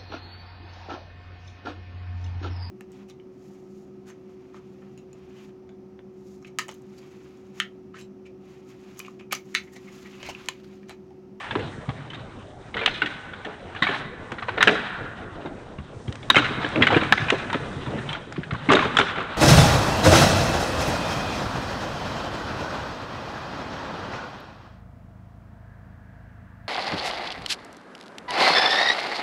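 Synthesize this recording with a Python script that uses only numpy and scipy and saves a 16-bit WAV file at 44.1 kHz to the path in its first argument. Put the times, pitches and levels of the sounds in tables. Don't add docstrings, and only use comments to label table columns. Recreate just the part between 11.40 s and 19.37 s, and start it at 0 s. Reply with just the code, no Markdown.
import sys
import numpy as np
from scipy import signal
from scipy.fft import rfft, irfft
from scipy.io import wavfile
from scipy.ndimage import uniform_filter1d

SR = 44100
rng = np.random.default_rng(int(sys.argv[2]) if len(sys.argv) > 2 else 0)


def boost_factor(decibels):
    exponent = np.asarray(decibels, float) / 20
    return 10 ** exponent


def dump_mix(stems):
    frames = np.atleast_2d(stems).T
    limited = np.clip(frames, -1, 1)
    pcm = np.round(limited * 32767).astype(np.int16)
    wavfile.write(sys.argv[1], SR, pcm)


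N = 351477


def rms_one(x):
    return x / np.sqrt(np.mean(x ** 2) + 1e-20)


def at_hz(points, hz):
    points = np.array(points)
    return np.interp(np.log(hz), np.log(points[:, 0]), points[:, 1])


def fall(t, t60):
    return boost_factor(-60 * t / t60)


def drift(rate):
    pole = np.exp(-80 * np.pi * rate / SR)
    white = rng.standard_normal(N // 40 + 2002)
    slow = signal.lfilter([1], [1, -2 * pole, pole * pole], white)[2000:]
    return np.interp(np.arange(N) / 40, np.arange(len(slow)), rms_one(slow))


def bands(x, low_hz, high_hz):
    edges = low_hz * 2 ** np.arange(0, np.log2(high_hz / low_hz) + 1 / 3, 1 / 3)
    for k, (low, high) in enumerate(zip(edges, edges[1:])):
        sos = signal.butter(2, [low, high], "band", fs=SR, output="sos")
        yield np.sqrt(low * high), signal.sosfilt(sos, x[k % 2])


def coloured(x, spectrum):
    hz = np.maximum(np.arange(len(x) // 2 + 1) * SR / len(x), 1)
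    return irfft(rfft(x) * boost_factor(at_hz(spectrum, hz)), len(x))


def patchy(source, spectrum, low_hz, high_hz, patchy_db, rate):
    together = drift(rate / 2)
    bed = 0
    for hz, band in bands(source, low_hz, high_hz):
        flicker_db = patchy_db * (0.86 * together + drift(rate))
        bed = bed + boost_factor(at_hz(spectrum, hz) + flicker_db) * band
    return rms_one(bed)


def crackle(per_s, spread_db):
    sizes = boost_factor(spread_db * np.minimum(rng.exponential(1, (2, N)), 5))
    signs = rng.choice([-1, 1], (2, N))
    happens = rng.random((2, N)) < per_s * boost_factor(5 * drift(9)) / SR
    return rms_one(sizes * signs * happens) + rng.standard_normal((2, N))


def add(out, s, sound):
    i = round(s * SR)
    out[i:i + len(sound)] += sound[:N - i]


def ground_levels():
    # time in seconds, trampling level in dB.
    surge = [(0, -29), (.62, -39.5), (1.15, -45), (1.53, -35.5), (1.87, -37.5), (2.34, -40.5),
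             (2.55, -24.5), (2.72, -42), (3.33, -32.5), (4.55, -45), (4.93, -38.5), (5.06, -26.5),
             (6.12, -34.5), (6.74, -31.5), (6.8, -38.5), (7.05, -42), (7.3, -28.5), (7.97, -29.5)]
    # start and end in seconds, hiss gain and rumble gain in dB.
    stretches = [
        (0, 0.58, 4.5, 2.5),
        (1.47, 1.85, 2, -0.5),
        (2.42, 2.605, 7, -2.5),
        (2.92, 3.15, 1.5, -1),
        (4.536, 5.298, 6, 0.5),
        (5.3, 6.74, 8.5, 5),
        (6.758, 7.24, 2, 1),
        (7.242, 7.653, 9, 7),
    ]
    t = np.arange(N) / SR
    surge_db = np.interp(t, *np.transpose(surge))
    above_rest_db = surge_db + 40
    hiss_db, ground_db = sum(np.outer(gains, (t >= start) & (t < end)) for start, end, *gains in stretches)
    rumble_db = -41.5 + 0.29 * above_rest_db + uniform_filter1d(ground_db, size=1000)
    grass_db = -63 + 0.1 * above_rest_db + uniform_filter1d(hiss_db, size=1000)
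    return rumble_db, surge_db, grass_db


def far_rumble(level_db):
    # frequency in Hz, spectral density in dB per Hz.
    rumble_colour = [(20, -6.5), (50, -8.5), (110, 0.5), (140, -3.5), (400, -5.5), (700, -10),
                     (1500, -33.5)]
    noise = rng.standard_normal((2, N))
    return boost_factor(level_db) * patchy(noise, rumble_colour, 20.06, 1500, patchy_db=3.0, rate=13)


def trampling(level_db):
    # frequency in Hz, spectral density in dB per Hz.
    trample_colour = [(400, -23.5), (800, -3), (1700, -5), (2300, -11.5), (4000, -12), (4700, -76)]
    crunch = crackle(700, 2.3)
    return boost_factor(level_db - 8) * patchy(crunch, trample_colour, 388.3, 4600, patchy_db=2.6, rate=9.7)


def grass_hiss(level_db):
    # frequency in Hz, spectral density in dB per Hz.
    grass_colour = [(4200, 0), (5000, -0.5), (6500, 1), (8000, -3.5), (10000, -3.5)]
    rustle = crackle(1800, 1.8)
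    return boost_factor(level_db - 4) * patchy(rustle, grass_colour, 4200, 10500, patchy_db=0.3, rate=14)


def light_touches(rows, t60, crack_db):
    return [(s, db, hz, hz * (1.55 if hz < 2250 else 0.67), t60, crack_db) for s, db, hz in rows]


def shaft_blows(rows):
    rebounds = [(s + 0.016, db - 10.5, 0.92 * hz, 0.92 * other_hz, t60)
                for s, db, hz, other_hz, t60 in rows]
    return [(*row, -36 + row[1]) for row in rows + rebounds]


def grinding_slips(rows):
    slip_s, spread_db, pitch_spread = 0.0225, 3, 0.14
    slips = []
    for (s, length, db, hz), luck in zip(rows, rng.uniform(-1, 1, (len(rows), 8, 2))):
        for late, (a, b) in zip(np.arange(0, length, slip_s), luck):
            slips.append((s + late, db + spread_db * a, hz * (1 + pitch_spread * b)))
    return slips


def contacts():
    # time in seconds, peak in dB, ring in Hz.
    taps = [(.11, -16, 1665), (.154, -13, 990), (.491, -21.5, 786), (1.343, -20.5, 2130),
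            (1.935, -24.5, 1530), (2.363, -22.5, 1660), (2.544, -18.5, 1790), (2.984, -24.5, 1405),
            (3.024, -19.5, 1160), (3.085, -14.5, 980), (3.178, -14, 1440), (3.279, -4, 1700),
            (4.06, -28, 900), (4.386, -28, 1107), (4.83, -30.5, 2230), (5.41, -16, 1350), (5.545, -9, 2394),
            (2.468, -11, 2250), (5.613, -13, 1390), (5.884, -16, 2430), (6.1, -17.5, 1510),
            (6.143, -12.5, 1260), (6.463, -27, 1000), (6.75, -22, 1450), (6.962, -24, 1106),
            (7.034, -23, 1670), (7.109, -18.5, 1357), (7.148, -21, 1050), (7.845, -23.5, 1374)]
    # time in seconds, peak in dB, ring in Hz.
    ticks = [(.194, -27.5, 2780), (.703, -26.5, 3040), (.734, -29.5, 3190), (.745, -27.5, 3710),
             (1.494, -23, 1460), (1.516, -34, 1500), (1.66, -16, 1834), (2.049, -22, 1812),
             (2.35, -26, 1155), (2.919, -18.5, 1485), (3.353, -19.5, 1360), (4.679, -29.5, 3220),
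             (5.633, -13.5, 1270), (5.922, -19.5, 750), (6.13, -15.5, 924), (6.475, -28, 940),
             (6.585, -26, 1780), (6.691, -20.5, 3060), (6.706, -28.5, 910), (6.73, -18.5, 3236),
             (7.135, -23.5, 1124), (7.548, -20.5, 1270)]
    # start and length in seconds, peak in dB, ring in Hz.
    rattles = [
        (1.368, .08, -18.5, 2120),
        (2.488, .03, -15.5, 1840),
        (5.022, .03, -15, 1435),
        (5.504, .03, -11, 820),
        (7.425, .03, -13.5, 1120),
        (7.668, .03, -19.5, 1310),
        (7.759, .055, -18, 1290),
    ]
    # time in seconds, peak in dB, ring of one tine
    # and of the other in Hz, t60 in seconds.
    knocks = [(1.46, 0.5, 2900, 2470, 0.025), (1.619, -7.5, 1480, 2140, 0.038),
              (2.423, -4, 1980, 3565, 0.075), (3.207, -7.5, 1800, 1154, 0.093),
              (3.274, -0.5, 1656, 2840, 0.038), (5.247, -13, 1630, 565, 0.022),
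              (5.359, -12.5, 2460, 1540, 0.018), (5.422, -2, 2036, 2730, 0.045),
              (5.469, -2, 2160, 1570, 0.033), (5.566, -8, 1678, 747, 0.055),
              (5.777, -10.5, 2060, 1480, 0.031), (7.29, -9, 2157, 820, 0.077),
              (7.303, -5, 1170, 1770, .075), (7.368, -7.5, 1440, 2080, 0.052),
              (7.391, -7, 1185, 2230, 0.058), (7.612, -8, 1374, 3090, 0.023)]
    # time in seconds, peak in dB, ring of one tine
    # and of the other in Hz, t60 in seconds.
    snaps = [(3.227, 2.5, 2056, 3310, 0.033), (4.901, 2.5, 3770, 1690, .03), (4.946, -9, 1510, 1930, .021),
             (4.958, -1, 2115, 1560, 0.011), (4.965, -2, 2150, 1360, 0.057), (4.984, -7, 1440, 2810, 0.042),
             (5.724, 2.5, 1694, 1250, 0.02), (5.902, -3.5, 2930, 1700, 0.026),
             (7.317, -2, 1056, 3110, 0.0986), (7.335, -3.5, 1190, 2230, .022),
             (7.352, -6.5, 3710, 2200, 0.033), (7.569, -2.5, 3350, 1480, 0.034),
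             (7.587, -2, 1390, 2770, 0.047), (7.598, -5.5, 1280, 1990, 0.025)]
    # time in seconds, peak in dB, ring in Hz.
    twigs = [
        (4.726, -28, 2970),
        (4.756, -28.5, 2520),
        (5.289, -32, 1510),
        (6.925, -23.5, 1470),
        (7.828, -34, 2000),
    ]
    return ([(*row, -31.5) for row in snaps] + shaft_blows(knocks)
            + light_touches(ticks, 0.051, -34.5) + light_touches(taps, 0.041, -48)
            + light_touches(twigs, 0.0087, -17)
            + light_touches(grinding_slips(rattles), 0.087, -42.5))


def tine_rings(t, hz, other_hz, draw):
    stray_hz = 700 * 5.5 ** draw[:3]
    stray_level = boost_factor(-3.5 - 12 * draw[3:6])
    stray = stray_level @ np.sin(2 * np.pi * (stray_hz[:, None] * t + draw[6:, None]))
    return np.sin(2 * np.pi * hz * t) + boost_factor(-12.5) * np.sin(2 * np.pi * other_hz * t) + stray


def bone_splinter(rough, hz, other_hz):
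    # frequency in Hz, level in dB.
    bone_colour = [(150, -34), (500, -5.5), (900, -5.5), (1500, -2), (2200, -8), (3000, -8.5),
                   (4000, -11.5), (4700, -29), (9000, -48)]
    near_tines = sum(signal.lfilter(*signal.iirpeak(f, 3.0, fs=SR), rough) for f in (hz, other_hz))
    return rms_one(coloured(rough + near_tines, bone_colour))


def onset_crack(t, sharp, chatter, t60):
    # frequency in Hz, level in dB.
    crack_colour = [(3600, -34), (4600, -0.5), (6500, -1.5), (8000, -8), (10500, -16.5)]
    snap = fall(t, 0.01) + boost_factor(-3) * chatter * fall(t, np.clip(1.6 * t60, .005, .1))
    return coloured(sharp, crack_colour) * snap


def antlers():
    out, t, hits = np.zeros((2, N)), np.arange(SR // 8) / SR, contacts()
    dull = signal.butter(6, 4500, "low", fs=SR, output="sos")
    luck, noise = rng.random((len(hits), 9)), rng.standard_normal((len(hits), 3, len(t)))
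    for (s, peak_db, hz, other_hz, t60, crack_db), draw, (rough, sharp, lumps) in zip(hits, luck, noise):
        load_s = 0.00024 + 0.011 * t60 + 0.00005 * max(-peak_db, 0)
        rise = 1 - np.exp(-t / load_s)
        chatter = boost_factor(4.5 * rms_one(uniform_filter1d(lumps, size=50)))

        rings = tine_rings(t, hz, other_hz, draw) * rise * fall(t, np.clip(0.94 * t60, .008, .06))
        rings = signal.sosfilt(dull, rings)

        thin = signal.butter(2, 0.52 * min(hz, other_hz), "high", fs=SR, output="sos")
        splinter = bone_splinter(rough, hz, other_hz) * chatter * fall(t, np.clip(1.8 * t60, .008, .2))
        splinter = boost_factor(-7) * signal.sosfilt(np.vstack([dull, thin]), splinter * rise)

        crack = boost_factor(crack_db + 10.5) * onset_crack(t, sharp, chatter, t60)
        height = np.abs(rings + splinter).max()
        add(out[0], s - 0.916 * load_s, boost_factor(peak_db) * (rings + splinter) / height)
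        add(out[0], s, boost_factor(peak_db) * crack)
        to_trees = (0.61 * rings + 1.12 * splinter) / height + boost_factor(2.5) * crack
        add(out[1], s, boost_factor(peak_db) * to_trees)
    return out


def thuds():
    # time in seconds, peak in dB, ring in Hz, t60 in seconds.
    beams = [(.156, -16.5, 283, 0.12), (1.345, -24.5, 445, 1), (1.41, -25, 446, .4),
             (1.615, -25.5, 296.5, 0.38), (2.057, -24.5, 418.5, 0.31), (2.487, -19, 380, .16),
             (2.919, -24, 330, 0.073), (3.083, -20, 458, 0.083), (3.172, -20.5, 427, 0.99),
             (3.27, -11, 411.8, 0.19), (3.315, -17.5, 420, 0.28), (4.049, -24.5, 348, .17),
             (4.898, -24, 238.5, 0.68), (4.959, -9, 290.7, 0.24), (5.105, -21, 216, 0.089),
             (5.24, -19.5, 285, 0.089), (5.355, -16, 315, 0.99), (5.402, -11.5, 238, 0.27),
             (5.52, -10.5, 477, 0.29), (5.563, -4.5, 285, 0.05), (5.619, -15, 310, 0.17),
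             (5.921, -11, 381, 0.13), (6.145, -14.5, 283, 0.074), (7.285, -10, 266, .25),
             (7.313, -9.5, 375, 0.27), (7.337, -10, 314, 0.27), (7.453, -15.5, 386, 0.089),
             (7.589, -12.5, 400, 0.19), (7.771, -21, 376, 0.32)]
    # time in seconds, peak in dB, ring in Hz.
    hooves = [(0.373, -26.5, 137), (0.482, -18.5, 111), (2.419, -20, 170), (3.665, -32, 120),
              (4.384, -24, 82.6), (4.446, -39, 151), (4.559, -29, 80.4), (4.679, -19.5, 110),
              (5.173, -22.5, 185), (5.375, -19.5, 227), (5.715, -18, 199), (5.814, -18.5, 117),
              (6.361, -22.5, 130), (6.469, -18.5, 115), (6.532, -23, 138), (6.579, -24.5, 205),
              (6.688, -31, 145), (6.978, -18.5, 143), (7.122, -16.5, 120)]
    hoof_t60_s = 0.12
    out, t = np.zeros(N), np.arange(SR // 3) / SR
    for s, peak_db, hz, t60 in beams + [(*row, hoof_t60_s) for row in hooves]:
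        phase = 2 * np.pi * hz * (t + 0.0017 * (1 - np.exp(-t / 0.0084)))
        around = signal.butter(2, [0.44 * hz, 1.76 * hz], "band", fs=SR, output="sos")
        puff = rms_one(signal.sosfilt(around, rng.standard_normal(len(t))))
        neighbour = np.sin(phase * (1.3 + 0.66 * rng.random()))
        body = np.sin(phase) + 0.18 * neighbour + 0.88 * puff
        body = body * (1 - np.exp(-t / 0.0027)) * fall(t, np.clip(t60, .03, .4))
        add(out, s, boost_factor(peak_db) * body / np.abs(body).max())
    return signal.sosfilt(signal.butter(4, 60, "high", fs=SR, output="sos"), out + 1e-18)


def forest(x):
    # frequency in Hz, t60 in seconds.
    forest_t60 = [(150, 1.86), (400, 0.64), (1000, 2.8), (1800, 1.37), (3000, 0.98), (5000, 0.54),
                  (6500, 0.35), (9000, 1.04)]
    # frequency in Hz, level in dB.
    forest_colour = [(150, 2.5), (400, -7.5), (1000, -4), (1800, 0.5), (3000, 0), (5000, 9), (9000, -2.5)]
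    wash_db, nearest_tree_s, swell_s = -14.5, 0.0017, 0.027
    t = np.arange(2 * SR) / SR
    late = np.maximum(t - nearest_tree_s, 0)
    lumps = boost_factor(2.8 * drift(40)[:len(t)])
    echoes = rng.standard_normal((2, len(t))) * (1 - np.exp(-late / swell_s)) * lumps
    tail = sum(boost_factor(at_hz(forest_colour, hz)) * band * fall(late, at_hz(forest_t60, hz))
               for hz, band in bands(echoes, 100.3, 11000))
    return boost_factor(wash_db) * signal.fftconvolve(x, tail / np.sqrt(np.sum(tail ** 2)))[:N]


def scene():
    rumble_db, trample_db, grass_db = ground_levels()
    ground = far_rumble(rumble_db) + trampling(trample_db) + grass_hiss(grass_db)
    clacks, scattered = antlers()
    knocks = thuds()
    return (clacks + knocks + forest(scattered + knocks) + ground)[None]


def top_cut(x):
    return signal.sosfilt(signal.butter(12, 15600, fs=SR, output="sos"), x)


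def record(dry):
    low_pass = signal.cheby2(14, 55, 10400, fs=SR, output="sos")
    cut = signal.sosfilt(low_pass, dry)
    return top_cut(np.clip(cut, -1, 1))


dry = scene()
out = record(dry)
dump_mix(out)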